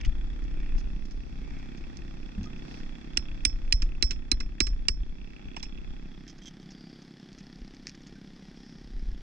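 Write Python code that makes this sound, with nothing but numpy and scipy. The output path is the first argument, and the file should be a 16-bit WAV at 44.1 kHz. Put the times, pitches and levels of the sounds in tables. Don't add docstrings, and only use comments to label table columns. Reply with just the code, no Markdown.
import sys
import numpy as np
from scipy import signal
from scipy.fft import rfft, irfft, next_fast_len
from scipy.io import wavfile
from scipy.ndimage import uniform_filter1d, minimum_filter1d

SR = 44100
rng = np.random.default_rng(int(sys.argv[2]) if len(sys.argv) > 2 else 0)


def dump(signal):
    limited = np.clip(np.atleast_2d(signal).T, -1, 1)
    pcm = np.round(limited * 32767).astype(np.int16)
    wavfile.write(sys.argv[1], SR, pcm)


N = 406590
TIME = np.arange(N) / SR
SIZE = next_fast_len(N + SR // 2, True) // 2 * 2
BINS_HZ = np.maximum(np.arange(SIZE // 2 + 1) * SR / SIZE, 1)

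# (time [s], firing rate [1/s])
FIRING_RATE = [(0.0, 33.74), (0.6, 33.27), (1.2, 33.02), (1.8, 33.2), (3.0, 33.19), (3.6, 32.98),
               (4.3, 33.34), (5.0, 33.16), (5.6, 33.36), (6.2, 33.04), (6.8, 33.39), (7.4, 33.36),
               (8.0, 33.6), (8.6, 33.32), (9.2, 32.93)]
# (time [s], exhaust level [dB], clatter level [dB])
ENGINE_LEVEL = [(0.0, -52.5, -61), (0.77, -50.5, -60.5), (1.13, -50.5, -66), (1.56, -47.5, -60),
                (2.18, -49.5, -62), (2.67, -47.5, -59), (3.59, -58, -62.5), (5.13, -52.5, -67.5),
                (5.42, -50.5, -63.5), (8.63, -51, -66.5), (9.22, -52, -65.5)]
# (frequency [Hz], bandwidth [Hz], level [dB])
PIPE_MODES = [(158, 180, 7), (209.9, 20.5, 15), (274, 30, -1), (335, 13.7, -3), (484, 22, -19)]
# (delay [s], level [dB])
EXHAUST_ECHOES = [(.0072, 1.5), (0.0117, 0.5), (0.0167, -13)]
# (frequency [Hz], spectral density [dB])
GAS_SPECTRUM = [(50, -19.5), (100, -21.5), (140, 3), (195, 6), (260, -2.5), (350, -4), (450, -16.5),
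                (600, -36.5), (1000, -55)]
# (frequency [Hz], level of a harmonic there [dB])
HUM_SPECTRUM = [(130, -1), (165, -9.5), (198, -2.5), (232, -7), (266, -9), (332, -7.5), (366, -8),
                (400, -21.5), (530, -21.5)]
# (time [s], level [dB])
HUM_LEVEL = [(0, -57), (.5, -52), (1.0, -60), (2.0, -57), (2.9, -53), (4.4, -56), (5.2, -70)]
# (frequency [Hz], spectral density [dB])
CLATTER_WIDE_SPECTRUM = [(450, -3.5), (600, 3), (800, 9.5), (1000, 3.5), (1300, 7), (1900, 7), (2600, 6),
                         (2950, -8), (3400, 7.5), (4000, -14), (5400, -15), (7500, -12), (8600, -26),
                         (14000, -59)]
CLATTER_MONO_SPECTRUM = [(450, 3), (560, 0), (780, 11), (1000, -1), (1350, 4.5), (1850, 9), (2700, 1),
                         (3400, 6), (3900, -1), (5600, -17.5), (6800, -8), (8000, -17.5), (12000, -24),
                         (15000, -44)]
# (frequency [Hz], level in wide image [dB], level in narrow image [dB], T60 [s])
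CASING_MODES = [(3358, -7.5, -9, 0.024), (2608, -3.5, -25, 0.015), (2320, -14.5, -16.5, 0.042),
                (1850, -10, -11.5, 0.024), (4580, -28, -9, 0.003), (5110, -20.5, -6, 0.0088)]
# (time [s], turns lost per second [1/s]; negative gains)
RATTLE_SLIP = [(0, .3), (1.2, .5), (1.8, 1.5), (2.4, 1.1), (2.9, -.1), (3.9, -.12), (4.4, .6), (5.5, .15),
               (6.3, .3), (7, 1)]
# (time [s], level [dB])
RATTLE_LEVEL = [(0.3, -1), (2.0, -1), (3.3, 1), (4.6, -1), (5.42, 5), (5.8, 0), (8.0, -2)]
# (time [s], delay [s])
DECK_ECHO_DELAY = [(6.5, 0.000913), (6.9, 0.00093), (7.3, 0.00096), (7.8, 0.00088), (8.25, 0.00094),
                   (8.6, 0.001), (9.2, 0.00068)]
# (time [s], level [dB])
BREEZE_LEVEL = [(0.0, -34), (2.39, -46), (3.13, -45), (3.62, -36.5), (4.65, -43), (4.88, -34),
                (5.44, -53.5), (5.8, -43.5), (7.19, -71), (7.45, -56.5), (8.65, -61), (9.12, -33),
                (9.22, -49.5)]
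# (peak time [s], level [dB])
GUSTS = [(0.083, -17), (0.429, -29), (0.756, -19.5), (5.479, -33), (5.898, -31), (7.62, -43.5),
         (8.97, -28.5)]
# (frequency [Hz], spectral density [dB])
RUMBLE_SPECTRUM = [(10, -11), (18, 8), (27, 0.5), (40, 0), (55, -8), (80, -19.5), (120, -27), (250, -38.5),
                   (600, -99)]
# (time [s], level [dB])
FIZZ_LEVEL = [(0.0, -63.5), (1.43, -60.5), (3.77, -61.5), (4.08, -66), (5.8, -63), (6.83, -60.5),
              (8.63, -58), (9.22, -60.5)]
# (frequency [Hz], spectral density [dB])
WATER_SPECTRUM = [(1000, 3.5), (3000, -1.5), (4700, 4), (5700, 4.5), (7000, -13.5), (8500, -17.5),
                  (12000, -33.5)]
# (time [s], level [dB], starting frequency [Hz])
DROPS = [(2.46, -50, 1236), (8.157, -57.5, 1540)]
# (time [s], level [dB], hold [s])
CRUNCHES = [(0.0105, -48, 0.005), (0.047, -45, 0.015), (0.438, -55, 0.0033), (0.779, -54, 0.031),
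            (1.109, -55.5, 0.016), (1.773, -54, 0.014), (2.43, -51.5, 0.03), (5.594, -51, 0.0075),
            (6.48, -50, 0.0065), (7.385, -47, 0.02), (7.8685, -34.5, 0.003), (7.878, -45, 0.014),
            (7.8932, -41, 0.005), (7.949, -48, 0.003), (8.068, -51.5, 0.015)]
# (start [s], end [s])
PICKING = [(0.402, 2.7), (6.299, 8.3)]
# (frequency [Hz], spectral density [dB])
SHELL_SPECTRUM = [(400, -39), (1200, -2), (1900, 2), (4000, 1), (5500, 13), (7000, -1), (9000, -23.5),
                  (12000, -33), (15000, -42)]
# (peak time [s], half length [s], level [dB], centre [Hz], bandwidth [Hz])
RUBS = [(.0135, .003, -42.5, 2400, 1000), (.04, .004, -49, 2400, 900), (.0525, .0045, -44, 2600, 1500),
        (.62, .1, -62, 2450, 350), (1.56, .16, -63, 2300, 400), (6.85, .13, -63, 4750, 450),
        (8.65, .12, -65, 5250, 700)]
# (frequency [Hz], spectral density [dB])
BUMP_SPECTRUM = [(30, 9), (90, 17), (220, 10), (400, -19), (1500, -71)]
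# (time [s], crack level [dB], shank ring [dB], blade ring [dB], knock level [dB],
# clang frequency [Hz], raft heave [dB])
BLOWS = [(3.1713, -7, -17, -23.5, -12.5, 5320, -23), (3.4501, -0.5, -37, -12, -11, 5430, -16.5),
         (3.7239, 1.5, -7, -12, -10, 5040, -8), (4.0244, -3.5, -4, -6, -6, 5270, -13.5),
         (4.315, -6, -2, -28, -7.5, 5700, -16), (4.6030, -2.5, -8.5, -8.5, -4, 5080, -15.5),
         (4.8834, -1.5, -29, -11, -6, 5450, -14)]
# (time [s], crack level [dB], shank ring [dB], blade ring [dB], knock level [dB])
BOUNCES = [(3.8197, -22, -36, -35, -14.5), (4.1073, -20, -34, -28, -16), (4.1155, -35, -26, -55, -26),
           (4.4024, -28.5, -28, -29, -12.5), (4.6675, -25.5, -27, -23.5, -16.5)]
# (time [s], crack level [dB], shank ring [dB], blade ring [dB], knock level [dB])
LAID_DOWN = [(5.5635, -33.5, -52, -49, -10), (5.6280, -29.5, -28, -28, -23)]
# (frequency [Hz], spectral density [dB])
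CRACK_SPECTRUM = [(500, -40), (1000, -20), (1550, -13.5), (2000, -6.5), (2600, 1), (3500, -2.5),
                  (4500, -6.5), (5400, 11.5), (6400, -9), (7900, -5.5), (8600, -29), (9600, -34),
                  (12000, -48)]
KNOCK_SPECTRUM = [(80, -2), (220, 16), (380, 10.5), (560, -11), (850, -9), (1200, 4), (1650, 3.5),
                  (2500, 2.5), (4000, -30), (9000, -56)]
DECK_KNOCK_SPECTRUM = [(150, 4), (350, 1), (600, 0.5), (900, 14), (1400, -4), (2600, 7), (3500, -1),
                       (5000, -50), (9000, -63)]
# (frequency [Hz], level [dB], T60 [s])
SHANK_MODES = [(4090, -8, 0.039)]
BLADE_MODES = [(5340, -9, 0.175), (5375, -4, 0.031), (5900, -29, .08), (4712, -25, 0.06), (7450, -33, 0.08),
               (7900, -33, 0.12)]
# (multiple of the clang frequency [1], level against the crack [dB], T60 [s])
CLANG_MODES = [(1, -6, 0.015), (1.16, -14, 0.008)]
# (time [s], level [dB])
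LOOSENING = [(4.603, -5), (4.8834, 0)]
# (frequency [Hz], level [dB], T60 [s])
HOLLOW_MODES = [(430, -25, .016), (690, -26, .012), (1020, -24, .014), (2680, -16, .014),
                (4715, -17.5, .03)]
# (time [s], hold [s], squeal level [dB], rasp level [dB])
SCRAPES = [(6.275, 0.032, -49.5, -46.5), (6.417, 0.026, -49, -59), (6.453, 0.031, -42, -49),
           (6.605, 0.027, -57, -69), (6.7, 0.019, -69, -46.5)]
# (frequency [Hz], spectral density [dB])
SQUEAL_SPECTRUM = [(1500, -42), (2900, -18), (3190, 8.5), (3550, -7), (5000, -52), (5900, -5), (6220, -3.5),
                   (6600, -27), (7600, -15), (9000, -44)]
RASP_SPECTRUM = [(1000, -11), (2500, -10), (4300, -11), (5300, 6.5), (6300, -6), (7300, -15), (9000, -55),
                 (14000, -52)]
# (time [s], share of the side signal kept [0-1])
STEREO_WIDTH = [(0, 0.86), (5.95, 0.95), (6.3, 0.28), (6.7, 0.07), (7.1, 0.01)]
# (frequency [Hz], gain of the side signal [dB])
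SIDE_GAIN = [(30, -8.5), (100, 1.5), (250, -8.5), (550, 10), (2000, -2.5), (5000, 2.5), (12000, 2)]
# (frequency [Hz], left minus right [dB])
EAR_BALANCE = [(30, -1), (70, 5), (150, -4), (300, -10), (900, -1), (1600, 0.5), (2500, -4), (3400, -2.5),
               (5000, -3.5), (8500, -0.5)]
# (frequency [Hz], gain [dB])
HEAD_SHADOW = [(500, -7.5), (1200, -9.5), (2500, -3.5), (4000, -12), (5300, -11.5), (7000, -10),
               (7900, -17.5), (8600, -1.5), (12000, -0.5)]


def from_db(db):
    return 10 ** (np.asarray(db) / 20)


def rms_one(x):
    return x / np.sqrt(np.mean(x ** 2) + 1e-20)


def in_time(rows):
    s, *columns = np.transpose(rows)
    return [np.interp(TIME, s, column) for column in columns]


def gains(points):
    hz, db = np.transpose(points)
    return from_db(np.interp(np.log(BINS_HZ), np.log(hz), db))


def coloured(x, spectrum):
    cepstrum = irfft(np.log(rms_one(gains(spectrum))))
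    cepstrum[1:SIZE // 2] *= 2
    cepstrum[SIZE // 2 + 1:] = 0
    response = np.exp(rfft(cepstrum))
    return irfft(rfft(x, SIZE) * response)[..., :N]


def band(x, low_hz, high_hz, order=2):
    return signal.sosfilt(signal.butter(order, [low_hz, high_hz], "band", fs=SR, output="sos"), x)


def ring(x, hz, t60):
    radius = from_db(-60 / (t60 * SR))
    angle = 2 * np.pi * hz / SR
    return signal.lfilter([0, np.sin(angle)], [1, -2 * radius * np.cos(angle), radius * radius], x + 1e-18)


def clicks(times, sizes):
    out = np.zeros(N)
    samples = np.round(np.asarray(times) * SR).astype(int)
    out[np.clip(samples, 0, N - 1)] = sizes
    return out


def burst(start, rise, hold, t60):
    out = np.zeros(N)
    first = max(int(start * SR), 0)
    age = TIME[:min(SR // 2, N - first)]
    decay = from_db(-60 * np.maximum(age - hold, 0) / t60)
    out[first:first + len(age)] = np.minimum(age / rise, 1) * decay
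    return out


def swell(centre, half_length):
    return np.exp(-.5 * ((TIME - centre) / half_length) ** 2)


def grains(per_s, spread_db):
    sizes = from_db(spread_db * np.minimum(rng.exponential(1, N), 4))
    present = rng.random(N) < per_s / SR
    return rms_one(sizes * rng.choice([-1, 1], N) * present)


def noise():
    return rng.standard_normal((2, N))


def drift(rate):
    knots = rng.standard_normal(int(TIME[-1] * rate) + 3)
    return np.interp(TIME * rate, np.arange(len(knots)), knots) * np.sqrt(1.5)


def exhaust(fired, puff, pipe_db=-8.0, gas_db=-8.5):
    chance = rng.standard_normal((len(fired), 2))
    pulses = clicks(fired + .0001 * chance[:, 0], from_db(chance[:, 1]))
    pipe = np.zeros(N)
    for hz, width_hz, db in PIPE_MODES:
        t60 = np.log(1000) / np.pi / width_hz
        pipe += from_db(db) * width_hz * ring(pulses, hz, t60)
    pipe = rms_one(band(pipe, 140, 560))
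    echoes = sum(from_db(db) * np.interp(TIME - delay, TIME, pipe) for delay, db in EXHAUST_ECHOES)
    gas = coloured(noise() * puff, GAS_SPECTRUM)
    mid_side = np.array([pipe + 0.43 * echoes, rms_one(echoes)])
    return from_db(pipe_db) * mid_side + from_db(gas_db) * gas


def hum(turns, waver_db=3.0):
    hz, db = np.transpose(HUM_SPECTRUM)
    out = np.zeros(N)
    for k in range(4, 17):
        level_db = np.interp(k * FIRING_RATE[0][1], hz, db) + waver_db * drift(4.4)
        wander = .11 * drift(5) + .035 * drift(25)
        out += from_db(level_db) * np.sin(2 * np.pi * (k * turns + wander + rng.random()))
    level = np.sqrt(2) * from_db(in_time(HUM_LEVEL)[0])
    return level * out * np.array([[1], [.2]])


def casing(fired, turns, width, second_db=-6):
    second_turns = turns - .14 - np.cumsum(in_time(RATTLE_SLIP)[0]) / SR
    slipped = TIME[1:][np.diff(np.floor(second_turns)) > 0]
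    times = np.r_[fired, slipped]
    tap_db = np.r_[np.zeros(len(fired)), np.full(len(slipped), second_db)]
    stroke_db = rng.normal(0, 2, len(times))
    out = np.zeros((2, N))
    for hz, wide_db, narrow_db, t60 in CASING_MODES:
        late = rng.normal(0, .0007, (2, len(times)))
        uneven_db = stroke_db + rng.normal(0, 3.2, len(times))
        taps = np.array([clicks(times + lag, from_db(tap_db + uneven_db)) for lag in late])
        taps = taps * from_db(2 * drift(3))
        near_mode = band(taps + 1e-18, .8 * hz, 1.2 * hz)
        mode_db = narrow_db + width * (wide_db - narrow_db)
        out += from_db(mode_db) * rms_one(ring(near_mode, hz, t60))
    return from_db(in_time(RATTLE_LEVEL)[0]) * out


def off_deck(x, echo_share=0.25):
    ticks = band(x, 3700, 6200)
    heard_from = TIME - in_time(DECK_ECHO_DELAY)[0]
    return x + echo_share * np.array([np.interp(heard_from, TIME, channel) for channel in ticks])


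def engine(width, puff_turns=0.13, between=0.42):
    exhaust_db, clatter_db = in_time(ENGINE_LEVEL)
    turns = np.cumsum(in_time(FIRING_RATE)[0]) / SR - .13
    fired = TIME[1:][np.diff(np.floor(turns)) > 0]
    puff = rms_one(between + np.exp(-(turns % 1) / puff_turns))
    spit = noise() * puff
    clatter = width * coloured(spit, CLATTER_WIDE_SPECTRUM)
    clatter += (1 - width) * coloured(spit, CLATTER_MONO_SPECTRUM)
    clatter += casing(fired, turns, width)
    image_db = width * 0.5 + (1 - width) * 2
    out = from_db(exhaust_db + 5) * exhaust(fired, puff) + hum(turns)
    return out + from_db(clatter_db + image_db) * off_deck(clatter)


def wind(breeze_db=5.5, gust_s=0.018):
    breeze = from_db(in_time(BREEZE_LEVEL)[0] + breeze_db)
    gusts = sum(from_db(db) * swell(s, gust_s) for s, db in GUSTS)
    return np.hypot(breeze, gusts) * coloured(noise(), RUMBLE_SPECTRUM)


def drop(start, db, hz, t60=0.074, rise_per_s=0.77):
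    age = TIME - start
    cycles = hz * age * (1 + rise_per_s * age / 2)
    return from_db(db) * burst(start, 0.00051, 0.0094, t60) * np.sin(2 * np.pi * cycles)


def water(runoff_db=-6):
    flow = from_db(in_time(FIZZ_LEVEL)[0] + runoff_db)
    flow += from_db(-62) * swell(2.74, 0.058)
    fizz = flow * coloured(np.array([grains(3700, 3.0), grains(2400, 3.2)]), WATER_SPECTRUM)
    drops = sum(drop(*row) for row in DROPS)
    return fizz + drops * np.array([[1], [.4]])


def crumbs(per_s=3.6, mean_db=-58.5, spread_db=7.5, hold_s=0.0058):
    out = []
    for start, end in PICKING:
        count = max(int((end - start) * per_s), 1)
        for s in np.linspace(start, end, count, endpoint=False):
            late, size = rng.random(2)
            out.append((s + late / per_s, mean_db + spread_db * (2 * size - 1), hold_s))
    return out


def shells(snap_db=-1):
    shower = grains(1500, 3.5)
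    effort = np.zeros(N)
    for s, db, hold in list(CRUNCHES) + crumbs():
        effort += from_db(db) * (burst(s, .002, hold, .025) + burst(s, .0005, .002, .012))
    return from_db(snap_db) * coloured(effort * shower, SHELL_SPECTRUM)


def rubs():
    grit = grains(1300, 3)
    out = np.zeros(N)
    for s, half, db, hz, width_hz in RUBS:
        rub = rms_one(band(grit, hz - width_hz / 2, hz + width_hz / 2))
        out += from_db(db) * swell(s, half) * rub
    return out


def deck(heave_hz=35.8, heave_t60=0.097, delay_s=0.015, rocking_db=-14.5):
    bump = from_db(-30) * burst(2.378, 0.0025, 0.015, 0.32)
    bump = bump * coloured(rng.standard_normal(N), BUMP_SPECTRUM)
    shove, sway = np.zeros(N), np.zeros(N)
    for s, *_, db in BLOWS:
        shove += from_db(db) * burst(s + delay_s, 0.0035, 0.008, 0.015)
        sway += from_db(db + rocking_db) * burst(s + delay_s, 0.045, 0.14, 0.15)
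    heave = ring(np.gradient(shove), heave_hz, heave_t60)
    rocking = sway * coloured(rng.standard_normal(N), RUMBLE_SPECTRUM)
    return heave + rocking + bump


def soft(x, top_hz):
    x = signal.sosfilt(signal.butter(2, 2500, "high", fs=SR, output="sos"), x)
    return signal.sosfilt(signal.butter(6, min(top_hz, .45 * SR), fs=SR, output="sos"), x)


def strikes(rows, body, rise_s, crush_s, crack_t60, tail_db, tail_t60):
    times, _, shank_db, blade_db, _ = np.transpose(rows)
    crush, push = np.zeros(N), np.zeros(N)
    for s, crack_db, _, _, knock_db in rows:
        tail = from_db(tail_db) * burst(s, rise_s, crush_s, tail_t60)
        crush += from_db(crack_db) * (burst(s, rise_s, crush_s, crack_t60) + tail)
        push += from_db(knock_db) * burst(s, 0.0068, 0.0041, 0.03)
    crack = from_db(-6.0) * coloured(crush * rng.choice([-1, 1], N), CRACK_SPECTRUM)
    knock = from_db(-14.0) * coloured(push * rng.standard_normal(N), body)
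    steel = np.zeros(N)
    for modes, level_db in ((SHANK_MODES, shank_db), (BLADE_MODES, blade_db)):
        for hz, db, t60 in modes:
            kick_db = level_db + db + rng.normal(0, 1, len(times))
            steel += ring(clicks(times + rise_s, from_db(kick_db)), hz, t60)
    return crack + knock + soft(steel, 8400)


def clang(delay_s=.0016):
    out = np.zeros(N)
    for s, crack_db, *_, hz, _ in BLOWS:
        for ratio, db, t60 in CLANG_MODES:
            out += ring(clicks([s + delay_s], from_db(crack_db + db)), ratio * hz, t60)
    return soft(out, 6800)


def struck(rows, modes, uneven_db=4.0):
    times, level_db = np.transpose(rows)[:2]
    out = np.zeros(N)
    for hz, db, t60 in modes:
        late = rng.uniform(.001, .0022, len(times))
        kick_db = level_db + db + rng.normal(0, uneven_db, len(times))
        kicks = clicks(times + late, from_db(kick_db))
        out += ring(band(kicks + 1e-18, .75 * hz, 1.3 * hz, order=1), hz, t60)
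    return out


def housing():
    mode = (8600, -19.5, 0.027)
    return struck(BLOWS, [mode]) * np.array([[1], [-.7]])


def hollow():
    return struck(LOOSENING, HOLLOW_MODES)


def scrapes(grain_db=2.5):
    out = np.zeros(N)
    for column, spectrum in enumerate((SQUEAL_SPECTRUM, RASP_SPECTRUM)):
        effort = np.zeros(N)
        for s, hold, *levels_db in SCRAPES:
            effort += from_db(levels_db[column]) * burst(s, 0.0036, hold, 0.047)
        out += coloured(effort * grains(600, grain_db), spectrum)
    return out


def around(mid_side):
    mid, side = rfft(mid_side, SIZE)
    side = side * gains(SIDE_GAIN)
    balance = np.sqrt(gains(EAR_BALANCE))
    return irfft(np.array([(mid + side) * balance, (mid - side) / balance]))[:, :N]


def at_hand(x, lag_samples):
    lag = np.exp(-2j * np.pi * BINS_HZ * lag_samples / SR)
    left = irfft(rfft(x, SIZE) * gains(HEAD_SHADOW) * lag)
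    return np.array([left[:N], x])


def scene():
    width = np.clip(in_time(STEREO_WIDTH)[0], 0, 1)
    distant = around(engine(width) + wind() + water())
    steel = strikes([row[:-2] for row in BLOWS], KNOCK_SPECTRUM, rise_s=.0016, crush_s=0.0024,
                    crack_t60=0.012, tail_db=-17, tail_t60=0.036)
    steel += strikes(BOUNCES, KNOCK_SPECTRUM, rise_s=.0007, crush_s=0.003,
                     crack_t60=0.023, tail_db=-16, tail_t60=0.12)
    steel += strikes(LAID_DOWN, DECK_KNOCK_SPECTRUM, rise_s=0.00062, crush_s=0.0035,
                     crack_t60=0.042, tail_db=-10, tail_t60=0.12)
    steel += clang() + hollow()
    near = at_hand(steel + shells() + scrapes(), lag_samples=20)
    left, right = distant + near + housing() + rubs() + deck()
    mid, side = (left + right) / 2, (left - right) / 2
    return mid + width * side * np.array([[1], [-1]])


def record(dry, ceiling_db=-4.0, release_db_per_s=45):
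    peak_db = 20 * np.log10(np.abs(dry).max(axis=0) + 1e-9)
    over_db = np.maximum(peak_db - ceiling_db, 0)
    release_db = release_db_per_s * TIME
    held_db = np.maximum.accumulate(over_db + release_db) - release_db
    gain_db = uniform_filter1d(minimum_filter1d(-held_db, size=45), size=45)
    low_pass = signal.cheby2(12, 70, 15500, fs=SR, output="sos")
    return signal.sosfilt(low_pass, dry * from_db(gain_db))


dry = scene()
out = record(dry)
dump(out)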